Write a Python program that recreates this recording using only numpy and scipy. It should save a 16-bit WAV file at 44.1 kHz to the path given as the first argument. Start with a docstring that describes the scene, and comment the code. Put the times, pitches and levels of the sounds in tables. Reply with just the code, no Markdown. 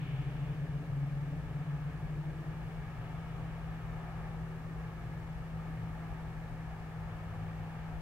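"""An upstairs window over a city street, a pair of microphones facing the traffic.
Two engines drone and beat against each other: one recedes, the other pulls away and changes gear.
Others rev far off, and one approaches near the end. A ventilation machine hums steadily throughout.
Tyres swell on the street beyond, over the rumble of the city, both coloured by the window recess
and the room behind. The microphones add a faint hiss."""
import sys
import numpy as np
from scipy import signal
from scipy.fft import rfft, irfft
from scipy.io import wavfile

SR = 44100
rng = np.random.default_rng(int(sys.argv[2]) if len(sys.argv) > 2 else 0)


def master_out(mix):
    """Clip the mix to full scale and print it as 16-bit PCM to the path in sys.argv[1]."""
    frames = np.transpose(np.atleast_2d(mix))
    ceiling = np.clip(frames, -1, 1)
    pcm = np.round(ceiling * 32767).astype(np.int16)
    wavfile.write(sys.argv[1], SR, pcm)


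N = 353241
T, HZ = np.arange(N) / SR, np.fft.rfftfreq(N, 1 / SR)


def engine(hz, level_db, overtones_db, waver_db, rough):
    """Harmonics of the firing rate; distance leaves only the lowest, uneven firing frays the overtones."""
    hz = hz * (1 + .003 * drift(9))
    note = tone(hz, waver_db, rate_hz=8)
    for harmonic, db in enumerate(overtones_db, 2):
        overtone = gain_of(db) * tone(harmonic * hz, waver_db, rate_hz=6.1)
        note = note + overtone * unit_rms(1 + rough * drift(30))
    return note * gain_of(level_db)


def receding_engine():
    """An engine goes by the window, eases off and fades down the street, its growl lingering."""
    # second to fourth harmonic as it goes by: (level re the firing note [dB])
    overtones_db = [-16.5, -23.5, -29.5]
    start_hz, rest_hz, settle_s = 152, 131.4, 1.65
    nearest_s, fade_db_per_s, linger_db_per_s = .52, 6.5, 2.5
    hz = rest_hz + (start_hz - rest_hz) * np.exp(-T / settle_s)
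    away_s = abs(T - nearest_s)
    level_db = -41.5 - fade_db_per_s * away_s
    growl_db = [db + linger_db_per_s * away_s for db in overtones_db]
    return engine(hz, level_db, growl_db, waver_db=1.4, rough=1.3)


def engine_pulling_away():
    """An engine climbs under load, changes gear and cruises off, much quieter."""
    start_hz, cruise_hz, climb_hz_per_s, drop_hz_per_s = 132.2, 123, 8.1, 28
    gear_change_s, throttle_close_s, clutch_s = 2.49, .065, .4
    loaded_db, cruise_db, fade_db_per_s = -41.5, -48, 2.5
    since_s = np.maximum(T - gear_change_s, 0)
    hz = np.maximum(start_hz + climb_hz_per_s * (T - since_s) - drop_hz_per_s * since_s, cruise_hz)
    load = np.exp(-since_s / throttle_close_s)
    clutch_dip_db = 6 * np.sin(np.pi * np.minimum(since_s / clutch_s, 1))
    level_db = cruise_db + (loaded_db - cruise_db) * load - clutch_dip_db - fade_db_per_s * since_s
    return engine(hz, level_db, overtones_db=[-24, -28, -30], waver_db=2.5, rough=1.4)


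def approaching_engine():
    """The low exhaust note of an engine fades in as it comes up the street."""
    # exhaust note: (time [s], firing pitch [Hz], level [dB])
    exhaust = [(5.8, 105.2, -62), (6.9, 102.1, -55), (7.4, 103.2, -48.5), (8.01, 99.8, -53)]
    times, pitches, levels = np.transpose(exhaust)
    fade_in_db = 60 * np.minimum(T - times[0], 0)
    level_db = np.interp(T, times, levels) + fade_in_db
    return engine(np.interp(T, times, pitches), level_db, overtones_db=[-22], waver_db=2, rough=.8)


def far_engines():
    """Engines a long way off swell briefly out of the drone and sink back, most gliding in pitch."""
    # revs: (middle [s], half length [s], pitch [Hz], glide [Hz/s], level [dB])
    revs = [(2.32, .27, 330, -3, -58.5), (3.43, .12, 310, 0, -64), (4.35, .6, 368, 3, -66),
            (5.1, .18, 334, -115, -62.5)]
    sound = 0
    for middle_s, half_s, hz, glide_hz_per_s, db in revs:
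        glide_hz = glide_hz_per_s * np.clip(T - middle_s, -2 * half_s, 2 * half_s)
        swell = np.exp(-((T - middle_s) / half_s) ** 2)
        sound = sound + swell * engine(hz + glide_hz, db, overtones_db=[-14], waver_db=-.5, rough=.72)
    return sound


def ventilator():
    """A fan outside hums at multiples of its shaft rate, the three-blade tone strongest, with its motor."""
    # fan tones: (multiple of the shaft rate, level [dB])
    orders = [(1, -56), (2, -64), (3, -44.6), (4, -66), (6, -73)]
    shaft_hz = 53.82 * (1 + .0005 * drift(.6))
    fan = sum(gain_of(db) * tone(order * shaft_hz, waver_db=.6, rate_hz=1.2) for order, db in orders)
    motor = gain_of(-55.5) * tone(hz=59.2, waver_db=1.1, rate_hz=1.5)
    return fan + motor


def tyres():
    """Roar, tread whine and hiss swell as cars cross the gap between the buildings; their powers add."""
    # cars: (time nearest [s], half-power time [s], roar [dB], whine [dB], hiss [dB])
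    cars = [(.06, 0.16, -75, -78, -59), (.45, 0.097, -61.5, -76, -67), (1.72, 0.31, -61.5, -67, -71),
            (3.25, 0.44, -58, -63, -66.5), (4.12, 0.18, -54.5, -61.5, -74), (4.78, 0.14, -60.5, -63, -85),
            (5.6, 0.18, -73, -63.5, -75), (6.1, 0.23, -56.5, -70, -74), (7.05, 0.34, -61, -64.5, -87),
            (7.65, 0.61, -56, -70, -71)]
    # spectra of tyre roar, tread whine and tyre hiss: (frequency [Hz], relative level [dB])
    roar_spectrum = [(200, -18), (450, -14), (750, 2), (1200, -8.5), (1700, -11.5), (2400, -18),
                     (3500, -43), (6000, -57)]
    whine_spectrum = [(700, -30), (1050, -11), (1250, -1), (1450, -14), (2200, -27), (5000, -60)]
    hiss_spectrum = [(600, -19), (1200, -4), (1700, -5.5), (2400, 3), (3000, -0.5), (3500, -3.5),
                     (4000, -12), (6000, -32)]
    power = 0
    for nearest_s, half_s, *levels_db in cars:
        nearness = 1 / np.hypot(1, (T - nearest_s) / half_s)  # one over distance, on a straight road
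        power = power + np.outer(gain_of(levels_db), nearness) ** 2
    roar, whine, hiss = np.sqrt(power)
    roar = np.hypot(roar, gain_of(-61))  # cars out of sight keep up a steady roar
    return (street_noise(roar_spectrum) * roar + street_noise(whine_spectrum) * whine
            + street_noise(hiss_spectrum) * hiss)


def city(rumble_db, wash_db, swell_db):
    """The merged rumble and wash of all the farther streets."""
    # spectra of the low rumble and the higher wash: (frequency [Hz], relative level [dB])
    rumble_spectrum = [(8, -24), (25, -5), (45, 2), (62, -1.5), (88, -6), (115, 1.5), (135, -6), (165, -2),
                       (182, -16), (270, -17), (350, -19.5), (500, -19), (800, -28.5), (1600, -51.5)]
    wash_spectrum = [(300, -7), (700, -2), (1200, -0.5), (1750, -0.5), (2300, -4), (2900, -10), (3500, -16),
                     (5000, -26), (9000, -47)]
    rumble = street_noise(rumble_spectrum) * gain_of(rumble_db + swell_db * drift(3.4))
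    wash = street_noise(wash_spectrum) * gain_of(wash_db + swell_db * drift(5))
    return rumble + wash


def street_noise(spectrum):
    """Diffuse noise through the window recess and the room, rms 1 midway between the microphones."""
    # likeness of the two microphones: (frequency [Hz], coherence [0-1])
    likeness = [(15, .85), (50, .98), (160, .998), (230, .93), (750, .9), (1000, .62), (1220, .83),
                (1420, .3), (1680, .8), (2100, .5), (3300, .55), (6000, .3)]
    # window recess resonances: (at the left microphone [Hz], at the right [Hz], width [Hz], lift [dB])
    recess = [(874, 703, 146, 4), (1304, 1164, 140, 6), (1765, 1700, 155, 5), (2310, 2060, 210, 3),
              (2930, 2660, 280, 5), (3400, 3530, 250, 1)]
    # standing waves of the room behind the microphones: (frequency [Hz], width [Hz], lift [dB])
    room = [(265, 21, 4), (384.4, 12, 7), (469, 15, 4), (517, 23, 2.5), (770, 12, -0.5), (872, 15, 2),
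            (898, 13, 1), (1605, 22, 5), (1678, 21, 4), (1802, 43, 3), (1882, 46, 4.5), (2214, 38, 3.5),
            (2830, 38, -0.5), (3010, 70, 1.5), (3430, 72, 4.5)]
    common, separate = white_spectra()
    coherence = at_bins(likeness)
    spectra = np.array([common, coherence * common + np.sqrt(1 - coherence ** 2) * separate])
    recess_db = sum(db * np.array([resonance(left, width), resonance(right, width)])
                    for left, right, width, db in recess)
    room_db = sum(db * resonance(hz, width) for hz, width, db in room)
    pair = at_microphones(spectra * gain_of(at_bins(spectrum) + recess_db + room_db))
    return pair / pair.mean(0).std()


def at_microphones(spectra):
    """Spectra to stereo sound: each microphone gets the outdoors at its own level and phase."""
    # balance of the pair: (frequency [Hz], left minus right [dB])
    balance = [(25, 10.5), (60, 2), (130, 2), (380, -0.5), (700, 3), (1300, 2), (2200, 1), (4400, -0.5)]
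    # phase across the pair: (frequency [Hz], lead of the left [rad])
    lead = [(30, -1.4), (70, -0.4), (130, 0.35), (750, 0.36), (980, -1), (1150, 0.5), (1600, 0.35),
            (2000, -2.5), (2300, 1), (2600, -2.5), (2850, -1.25), (3200, -2)]
    left = np.sqrt(gain_of(at_bins(balance))) * np.exp(.5j * at_bins(lead))
    return irfft(spectra * np.array([left, 1 / left]), N)


def tone(hz, waver_db, rate_hz):
    """A sine of rms about 1 whose strength wavers as the air between source and microphone moves."""
    turns = np.cumsum(hz * np.ones(N)) / SR + rng.random()
    return np.sqrt(2) * np.sin(2 * np.pi * turns) * gain_of(waver_db * drift(rate_hz))


def drift(rate_hz):
    """A random wander of rms 1, no faster than the rate."""
    t = np.linspace(0, T[-1], 1000)
    rates = rate_hz * np.geomspace(.1, 1, 20)
    wander = sum(np.sin(2 * np.pi * (hz * t + rng.random())) for hz in rates)
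    return np.interp(T, t, unit_rms(wander))


def resonance(hz, width):
    """The shape of a resonance at every frequency bin, top 1."""
    return 1 / (1 + (2 * (HZ - hz) / width) ** 2)


def white_spectra():
    """Spectra of two unrelated white noises."""
    return rng.standard_normal((2, len(HZ))) + 1j * rng.standard_normal((2, len(HZ)))


def at_bins(points):
    """A table interpolated over log frequency, at every bin."""
    hz, value = np.transpose(points)
    return np.interp(np.log(HZ + 1), np.log(hz + 1), value)


def gain_of(db):
    """Decibels to amplitude."""
    return 10 ** (np.asarray(db) / 20)


def unit_rms(x):
    """Scales to rms 1."""
    return x / np.sqrt(np.mean(x ** 2) + 1e-20)


def scene():
    """Machine and traffic outside, as they reach the microphones at the window."""
    drone = ventilator() + receding_engine() + engine_pulling_away() + approaching_engine() + far_engines()
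    return at_microphones(rfft(drone)) + tyres() + city(rumble_db=-46, wash_db=-59, swell_db=.5)


def record(dry):
    """Each microphone adds its own faint hiss; a steep low-pass takes off the highest treble."""
    # microphone self-noise: (frequency [Hz], relative level [dB])
    self_noise = [(100, -0.5), (2000, 1), (4000, 1), (6000, -2.5), (9000, -7), (12000, -10), (16000, -12)]
    hiss = gain_of(-68.5) * unit_rms(irfft(white_spectra() * gain_of(at_bins(self_noise)), N))
    low_pass = signal.firwin(1023, cutoff=15750, window=("kaiser", 9), fs=SR)
    return signal.oaconvolve(dry + hiss, low_pass[None], "same")


dry = scene()
out = record(dry)
master_out(out)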